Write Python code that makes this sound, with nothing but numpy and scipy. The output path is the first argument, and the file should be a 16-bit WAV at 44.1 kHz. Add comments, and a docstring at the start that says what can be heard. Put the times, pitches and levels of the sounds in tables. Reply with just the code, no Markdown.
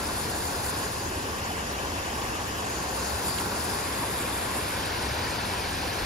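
"""First comes the rush of tube slides and racing lanes at an open-air water park, facing a spot between them.
A hand-held camera swings left to the open pool, back past the slides and lanes, and on to a funnel slide.
Each splash is a wash of noise with short droplet ticks and ringing bubbles. Below it, filtered noise makes
the plunging water churn and the tubes rumble, with a fluttering deep bass. The high hiss wavers, and soft
gliding notes, sizzling spray, booming gulps and single slaps of water come and go on top."""
import sys
import numpy as np
from scipy import signal
from scipy.fft import rfft, irfft, next_fast_len
from scipy.io import wavfile
from scipy.ndimage import uniform_filter1d, map_coordinates

SR = 44100
rng = np.random.default_rng(int(sys.argv[2]) if len(sys.argv) > 2 else 0)


def pcm_store(signal):
    """Save signal as 16-bit PCM."""
    levels = np.round(np.clip(np.atleast_2d(signal), -1, 1) * 32767)
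    wavfile.write(sys.argv[1], SR, levels.astype(np.int16).T)


N = 266915

# The camera's pan and the loudness of the spray along the way:
# (time [s], heading to the right of the tube mouths [degrees], spray gain [dB])
CAMERA_PAN = [(0, 19, -1), (0.65, 4, -1.3), (0.82, -8.5, -0.5), (1, -14, -1.5), (1.25, -25, 0),
              (1.6, -51, 0.35), (2.6, -34, 0.35), (2.72, -16, 0), (2.92, -16, 0), (3.1, 6, -0.2),
              (3.3, 17, -0.5), (3.6, 12.5, -0.1), (4.3, 43.5, 0), (4.65, 55, 0), (4.9, 68, 0.2),
              (5.4, 78, -0.34), (6.05, 89, -0.5)]

# Colour of each splash at the two microphone ports, before its place and the pan change its level.
# Likeness says how far the ports agree, in step (in-phase) or a quarter cycle apart (quadrature).
# (frequency [Hz], level [dB per Hz], in-phase likeness [-1 to 1], quadrature likeness [-1 to 1],
#  left over right [dB])
SLIDES_COLOUR = [(650, -64.3, 0.29, 0.11, 3.4), (960, -63.0, 0.6, 0.05, 1.2), (1130, -63.8, 0.4, 0.1, 0.6),
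                 (1230, -67.8, -0.3, 0.64, -0.8), (1420, -65.8, -0.1, 0.5, 1), (1650, -68, 0.1, 0.35, 1.8),
                 (2100, -73.6, 0.45, 0.1, 0), (2350, -74.8, 0.6, 0, -0.6), (2600, -73.4, 0.72, -0.13, -1.2),
                 (3000, -77.2, -0.14, -0.47, -0.4), (4000, -73.9, 0.06, -0.52, 2.6),
                 (4600, -72.2, 0.5, -0.35, 5.7), (5200, -74.4, 0.55, -0.15, 7.6),
                 (6000, -77.2, 0.31, 0.1, 3.8), (7200, -73.7, 0.22, -0.78, 2.1),
                 (7900, -70.7, -0.85, 0.13, -0.4), (8700, -69.8, -0.95, -0.05, 0),
                 (9400, -69.3, -0.85, -0.28, 0.4), (12000, -78.3, -0.26, -0.58, -0.2),
                 (14200, -83.5, 0.25, -0.3, 0), (15500, -90.5, 0.45, -0.04, 0.0)]
LANES_COLOUR = [(650, -65.6, 0.19, -0.19, 4.5), (1000, -63.5, 0.77, -0.07, 0.8),
                (1130, -64.6, 0.45, 0.1, 0.8), (1250, -67.6, -0.21, 0.34, 1.0), (1450, -66.8, 0, 0.4, 1.2),
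                (1750, -68.3, 0.23, 0.52, 1.6), (2450, -72.2, 0.72, -0.05, -0.7),
                (3050, -75.6, 0.05, -0.2, 1.2), (3550, -73.4, 0.02, -0.25, 2.5),
                (4200, -76.2, 0.2, -0.4, 3.2), (4900, -74.4, 0.46, -0.39, 3.7),
                (5600, -79.0, 0.35, -0.25, 3.0), (6200, -81.2, 0.25, -0.12, 2.2),
                (7400, -73.7, -0.36, -0.61, 4.5), (8300, -71.6, -0.93, 0.13, -0.0),
                (9600, -70.9, -0.8, -0.4, 0.3), (12200, -77.5, -0.21, -0.65, 0.1),
                (15500, -96.2, 0.45, 0.35, 0.0)]
POOL_COLOUR = [(650, -65.0, 0.05, 0.4, -0.1), (1100, -64.9, 0.3, 0.62, 0.4),
               (1290, -68.4, -0.69, 0.25, 1.1), (1650, -69.6, -0.3, 0.49, 0.5),
               (2000, -71.4, -0.12, -0.15, -0.1), (2250, -74.2, -0.05, -0.25, 0.2),
               (2600, -73.4, 0.72, -0.26, 1.1), (3000, -74.7, 0.55, -0.3, 2.2),
               (3400, -77.6, 0.05, -0.37, 3.6), (3950, -78.6, -0.15, -0.35, 4.1),
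               (5200, -76.1, 0.32, -0.22, 3.8), (6000, -78.4, 0.09, 0.35, 0.2),
               (7400, -78.7, 0.14, -0.47, 4.3), (8600, -75.2, -0.85, 0.19, 0.3),
               (9600, -77.0, -0.85, -0.18, -0.0), (12200, -83.9, -0.29, -0.53, 0.0),
               (15500, -95.6, 0.45, 0.15, 0.0)]
FUNNEL_COLOUR = [(650, -64.2, 0.13, -0.45, 4.0), (1000, -63.7, 0.63, -0.28, 3.2),
                 (1240, -68.5, -0.28, -0.1, 1.2), (1400, -66.5, 0.1, 0.2, 2.4),
                 (1700, -66.9, 0.47, 0.58, 3.1), (2000, -70.3, 0.65, 0.3, 1),
                 (2350, -69.3, 0.89, 0.05, -1.2), (2900, -72.8, 0.4, -0.3, -2.8),
                 (3400, -72.5, -0.11, -0.59, -0.8), (4700, -71.3, 0.62, -0.33, 4.5),
                 (6000, -77.0, 0.68, 0.15, 2.1), (7000, -80.5, 0.2, -0.36, 1.9),
                 (7900, -74.5, -0.85, -0.03, 1.1), (8700, -72.5, -0.95, 0, 0.2),
                 (9800, -74.9, -0.85, 0.01, -0.1), (12000, -79.3, -0.4, -0.58, 0.2),
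                 (15500, -94.5, 0.45, 0.3, 0.0)]

# Where each splash lies and its own gain: (bearing [degrees], gain [dB])
SLIDES_PLACE = (4, -0.11)
LANES_PLACE = (36.8, 0)
POOL_PLACE = (-29.5, -0.1)
FUNNEL_PLACE = (82, -0.43)
SPLASH_BEAM_DEG = 13.2  # a splash fades as the camera turns this far from it

# Brief rises of the high hiss: (time [s], gain [dB])
HISS_RISES = [(0.22, 1), (0.37, 1.5), (0.44, 3), (0.53, 0.5), (0.67, 3.5), (2.25, 1.5), (3.29, 4.5),
              (3.4, 2), (3.99, 1), (4.2, 2), (4.36, 2), (4.56, 2.5), (5.95, 1)]
HISS_RISE_HALF_S = 0.037
# Lower edges of the high hiss bands that waver separately: (frequency [Hz])
HISS_EDGES = [6800, 8600, 11100, 12800]
WAVER_DB, WAVERS_PER_S = 1.8, 50  # dB for each unit of random wobble, and random points a second

# Water in the hollow tubes, shape only: (frequency [Hz], relative level [dB per Hz])
RUMBLE_COLOUR = [(20, -42), (26, -32), (35, -20), (44, -17), (52, -3.5), (62, 4), (72, 1.5), (85, 1),
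                 (110, -1), (150, -11.5), (210, -18.5), (400, -90)]
RUMBLE_DB, EVENNESS = -42, 0.8  # level when the funnel is not faced; how far surges are evened out (0-1)
FUNNEL_RUMBLE_DB, FUNNEL_BEAM_DEG = 0.8, 24  # the hollow funnel adds rumble when roughly faced

# Air driven under the surface, shape only: (frequency [Hz], relative level [dB per Hz])
CHURN_COLOUR = [(82, -15), (130, -2.5), (270, -0.94), (370, -1.5), (480, -2), (560, -2.5), (730, -28),
                (1230, -120)]
CHURN_DB, CHURN_FACED_DB = -40.5, 2  # level heard from aside, and extra gain when faced
CHURN_BEARING_DEG, CHURN_BEAM_DEG = 36, 39

# How alike low sounds are at the two ports: (frequency [Hz], left-right likeness [0-1])
LOW_LIKENESS = [(60, .955), (150, .91), (300, .8), (550, .5)]

# The deepest bass, shape only: (frequency [Hz], relative level [dB per Hz])
DEEP_COLOUR = [(18, -34), (26, -16), (35, 2), (46, -1), (60, -14), (120, -72)]
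# How loud the deepest bass is: (time [s], level [dB])
DEEP_LEVEL = [(0, -54), (1.3, -56), (2.2, -54), (2.7, -65), (4.3, -71), (4.9, -56), (5.6, -55), (5.9, -44)]

# Brief faint hollow notes over the churning water:
# (time [s], pitch [Hz], glide [octaves/s], arch [octaves/s^2], half length [s], peak level [dB])
GLUGS = [(0.018, 1350, 0, 0, .03, -41), (0.783, 162.6, -0.5, 2.5, 0.042, -38),
         (1.152, 377, -0.7, 11, 0.094, -41.5), (1.687, 558, .2, 0, 0.045, -46),
         (2.144, 235, 0.3, 0, 0.04, -45), (2.89, 747, 0.11, -0.5, 0.042, -37.5),
         (4.748, 1507, 0, -1.5, 0.027, -39)]

# Spray falling back on the pool in sizzling sheets:
# (time [s], centre [Hz], half length [s], level [dB], left over right [dB])
SIZZLES = [(0.5, 6700, .04, -47, 0), (0.85, 6600, 0.039, -45, 2), (1.05, 6560, .04, -45, 0),
           (2.75, 6550, 0.098, -45, 0), (2.94, 6500, .08, -47, 2), (3.055, 6400, .035, -44, 3),
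           (3.08, 4570, 0.045, -53, 8), (3.315, 4750, .05, -43, 11), (3.56, 6400, .025, -49, 0),
           (3.7, 4950, 0.12, -48, 5)]
SIZZLE_WIDTH = 0.066  # half width, as a share of the centre

# Heavier gulps of water booming in the tubes: (time [s], pitch [Hz], half length [s], peak level [dB])
GULPS = [(0.658, 66, .04, -42), (1.172, 87, 0.049, -39), (1.931, 83, 0.041, -38), (3.142, 70, .03, -33),
         (3.47, 105, .035, -40), (3.613, 81, 0.031, -35), (5.055, 65, 0.06, -35), (5.193, 83, 0.024, -35)]

# Single slaps of water:
# (time [s], starting level [dB], centre [Hz], time to fall 60 dB [s], left over right [dB])
SLAPS = [(1.578, -39, 1990, 0.14, 2), (3.385, -33, 2520, 0.04, -12), (5.641, -36, 2570, .03, 0)]

# Colour of the sound both ports share, with a deep dip near 8.5 kHz: (frequency [Hz], gain [dB])
SHARED_COLOUR = [(420, 1.5), (540, 0.15), (760, 0.5), (1200, 0.1), (1650, 1), (2100, -1), (2600, 0.77),
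                 (4000, -0.3), (5200, 0), (7300, 0.57), (8500, -17.5), (9900, -0.5), (15000, 0)]
TOP_HZ = 15750  # nothing is kept from here up


def amp(db):
    """Turn decibels into a plain multiplier."""
    return 10 ** (np.asarray(db) / 20)


def unit(x):
    """Scale a sound to an average strength (rms) of 1."""
    return x / np.sqrt(np.mean(x ** 2) + 1e-20)


def left_right(balance_db):
    """A pair of gains that make the left louder than the right by this many decibels."""
    return amp([[balance_db / 2], [-balance_db / 2]])


def along(points, hz):
    """Read each column of a table by frequency, on a log axis."""
    f, *columns = np.transpose(points)
    return [np.interp(np.log(hz + 1), np.log(f + 1), column) for column in columns]


def curves(rows):
    """Read each column after the time as one value per sample."""
    s, *columns = np.transpose(rows)
    return [np.interp(np.arange(N) / SR, s, column) for column in columns]


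def spectrum(x):
    """Split a sound into frequencies, with silence added at the end as room for filtering."""
    size = 2 * next_fast_len(N // 2 + 4096)
    return np.fft.rfftfreq(size, 1 / SR), rfft(x, size)


def swell(s, half_length):
    """A smooth rise and fall around time s, 0-1."""
    return np.exp(-((np.arange(N) / SR - s) / half_length) ** 2)


def wobble(rate):
    """A smooth random curve through this many random points a second."""
    knots = rng.standard_normal(int(N * rate / SR) + 4)
    return map_coordinates(knots, [np.arange(N) * rate / SR])


def facing(bearing, beam):
    """How squarely the panning camera faces a bearing, 0-1."""
    heading = curves(CAMERA_PAN)[0]
    return np.exp(-.5 * ((heading - bearing) / beam) ** 2)


def bubbles(count, low_hz, high_hz, cycles, spread_db, rise, size):
    """A swarm of dying sine rings at random times, each rising in pitch as it nears the surface; rms 1."""
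    when, pitch, strength, life = rng.random((count, 4)).T[:, :, None]
    hz = low_hz * (high_hz / low_hz) ** pitch
    ring_cycles = cycles * (.5 + life)
    age = np.arange(size) / SR * hz / ring_cycles  # at 1 the ring has fallen to a hundredth
    phase = 2 * np.pi * ring_cycles * age * (1 + rise * np.minimum(age, 1) / 2)
    loudness = hz * amp(spread_db * np.minimum(-np.log(1 - strength), 4))
    ring = loudness * np.exp(-np.log(100) * age) * np.sin(phase)
    index = (when * N).astype(int) + np.arange(size)
    return unit(np.bincount(index.ravel(), ring.ravel(), N)[:N])


def wash(patchy_db):
    """Rushing water as two noises, together of rms 1, whose bands swell and sink in patches."""
    z = signal.stft(rng.standard_normal((2, N)), nperseg=512)[2]
    patches = rng.standard_normal(z.shape[1:])
    patches = uniform_filter1d(patches, size=3, axis=0)  # smooth over frequency
    patches = uniform_filter1d(patches, size=5, axis=1)  # smooth over time
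    noise = signal.istft(z * amp(patchy_db * unit(patches)), nperseg=512)[1]
    return unit(noise[:, :N])


def splash(table, drops_db, bubbles_db, spread_db, patchy_db, low_hz=560):
    """Spray noise, short droplet ticks and longer bubble rings, coloured and spread over the two ports."""
    drops = np.array([bubbles(count=10000, low_hz=1450, high_hz=13500, cycles=2.0, spread_db=spread_db,
                              rise=0.092, size=160) for _ in range(2)])
    plinks = np.array([bubbles(count=900, low_hz=1499, high_hz=6140, cycles=51, spread_db=3.2,
                               rise=0.063, size=1600) for _ in range(2)])
    water = unit(wash(patchy_db) + amp(drops_db) * drops + amp(bubbles_db) * plinks)
    hz, (left, other) = spectrum(water)
    db, in_phase, quadrature, balance_db = along(table, hz)
    likeness = in_phase + 1j * quadrature
    likeness = likeness / np.maximum(1, abs(likeness))
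    # The right port hears part of the left sound, filled up with an independent one.
    right = likeness * left + np.sqrt(abs(1 - abs(likeness) ** 2)) * other
    low_cut = 1 / np.sqrt(1 + (low_hz / (hz + 1)) ** 10)
    colour = amp(db) * np.sqrt(SR / 2) * low_cut
    pair = np.array([left * amp(balance_db / 2), right * amp(-balance_db / 2)])
    return irfft(colour * pair)[:, :N]


def spray():
    """Four splashes share the sound power, each taking more of it as the camera turns to face it."""
    slides = splash(SLIDES_COLOUR, drops_db=-9.5, bubbles_db=-16.0, spread_db=1, patchy_db=1.6)
    lanes = splash(LANES_COLOUR, drops_db=-8.0, bubbles_db=-16.5, spread_db=1.5, patchy_db=1.5)
    pool = splash(POOL_COLOUR, drops_db=-12.0, bubbles_db=-22, spread_db=-4.5, patchy_db=2.0)
    funnel = splash(FUNNEL_COLOUR, drops_db=-8.5, bubbles_db=-17.0, spread_db=1.0, patchy_db=1.5)
    waters = [slides, lanes, pool, funnel]
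    places = [SLIDES_PLACE, LANES_PLACE, POOL_PLACE, FUNNEL_PLACE]
    shares = np.array([facing(bearing, SPLASH_BEAM_DEG) for bearing, db in places])
    gains = np.sqrt(shares / shares.sum(axis=0))
    return sum(amp(db) * gain * water for (bearing, db), gain, water in zip(places, gains, waters))


def waver_hiss(water):
    """The hiss above 6.8 kHz rises at set times, and each band wavers in level on its own."""
    hz, z = spectrum(water)
    above = [irfft(z * (1 - 1 / (1 + (hz / edge) ** 16)))[:, :N] for edge in HISS_EDGES]
    bands = [low - high for low, high in zip(above, above[1:] + [0])]
    rises_db = sum(db * swell(s, HISS_RISE_HALF_S) for s, db in HISS_RISES)
    below = water - above[0]
    hiss = sum(band * amp(rises_db + WAVER_DB * wobble(WAVERS_PER_S)) for band in bands)
    return below + hiss


def low_roar(pair, colour):
    """Long waves reach both ports nearly alike, so most of the sound is shared; the shared part has rms 1."""
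    hz, z = spectrum(pair)
    likeness = along(LOW_LIKENESS, hz)[0]
    turn = np.arccos(np.clip(likeness, -1, 1)) / 2
    weights = [np.cos(turn), np.sin(turn)]
    mid, side = irfft(z * amp(along(colour, hz)[0]) * weights)[:, :N]
    return np.array([mid + side, mid - side]) / np.std(mid)


def tube_rumble():
    """Water rumbles in the hollow tubes: low noise with its surges evened out, a little louder by the funnel."""
    rumble = low_roar(wash(patchy_db=-0.5), RUMBLE_COLOUR)
    surges = uniform_filter1d(np.mean(rumble ** 2, axis=0), size=SR // 8)
    rumble = unit(rumble / np.abs(surges) ** (EVENNESS / 2))
    rumble_db = RUMBLE_DB + FUNNEL_RUMBLE_DB * facing(FUNNEL_PLACE[0], FUNNEL_BEAM_DEG)
    return amp(rumble_db) * rumble


def plunge_churn():
    """Streams drive air under: low noise and big bubble rings churn, louder when faced."""
    gurgle = np.array([bubbles(count=600, low_hz=164.0, high_hz=576, cycles=22.0, spread_db=0.0,
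                               rise=0.12, size=3500) for _ in range(2)])
    churn = low_roar(wash(patchy_db=0.0) + amp(-22.5) * gurgle, CHURN_COLOUR)
    churn_db = CHURN_DB + CHURN_FACED_DB * facing(CHURN_BEARING_DEG, CHURN_BEAM_DEG)
    return amp(churn_db) * churn * left_right(1)


def deep_bass():
    """A low flutter of filtered noise below the rumble comes and goes."""
    return amp(curves(DEEP_LEVEL)[0]) * low_roar(rng.standard_normal((2, N)), DEEP_COLOUR)


def glugs():
    """Soft sine notes glide in pitch as they swell and fade."""
    out = np.zeros(N)
    for s, hz, glide, arch, length, db in GLUGS:
        t = np.clip(np.arange(N) / SR - s, -.5, .5)
        pitch = hz * 2 ** (glide * t - arch * t ** 2)
        out += amp(db) * swell(s, length) * np.sin(2 * np.pi * np.cumsum(pitch) / SR)
    return out


def sizzles():
    """Sheets of fine drops patter down: narrow bands of hiss that swell and fade."""
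    hz, z = spectrum(rng.standard_normal((2, N)))
    out = np.zeros((2, N))
    for s, centre, length, db, balance_db in SIZZLES:
        narrow = 1 / (1 + ((hz / centre - 1) / SIZZLE_WIDTH) ** 4)
        hiss = unit(irfft(z * narrow)[:, :N])
        out += amp(db) * swell(s, length) * hiss * left_right(balance_db)
    return out


def gulps():
    """Heavy gulps boom in the tubes: a few cycles of a deep sine stand out of the rumble."""
    t = np.arange(N) / SR
    out = np.zeros(N)
    for s, hz, length, db in GULPS:
        boom = np.sin(2 * np.pi * (hz * (t - s) + rng.random()))
        out += amp(db) * swell(s, length) * boom
    return out


def slaps():
    """A clump of water lands: a short, dying burst of noise around one pitch."""
    out, t = np.zeros((2, N + SR)), np.arange(SR // 4) / SR
    for s, db, hz, decay, balance_db in SLAPS:
        band = signal.butter(2, [hz / 1.4, hz * 1.4], "band", fs=SR, output="sos")
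        noise = unit(signal.sosfilt(band, rng.standard_normal(len(t))))
        burst = noise * amp(db - 60 * t / decay)
        start = round(s * SR)
        out[:, start:start + len(t)] += burst * left_right(balance_db)
    return out[:, :N]


def scene():
    """All the water together."""
    spray_db = curves(CAMERA_PAN)[1]
    steady = amp(spray_db) * waver_hiss(spray()) + tube_rumble() + plunge_churn() + deep_bass()
    return steady + glugs() + sizzles() + gulps() + slaps()


def record(dry):
    """The sound the ports share is coloured by a table, with a deep dip near 8.5 kHz; the very top is cut."""
    hz, (left, right) = spectrum(dry)
    mid = (left + right) / 2 * amp(along(SHARED_COLOUR, hz)[0])
    side = (left - right) / 2
    return irfft(np.array([mid + side, mid - side]) * (hz < TOP_HZ))[:, :N]


dry = scene()
out = record(dry)
pcm_store(out)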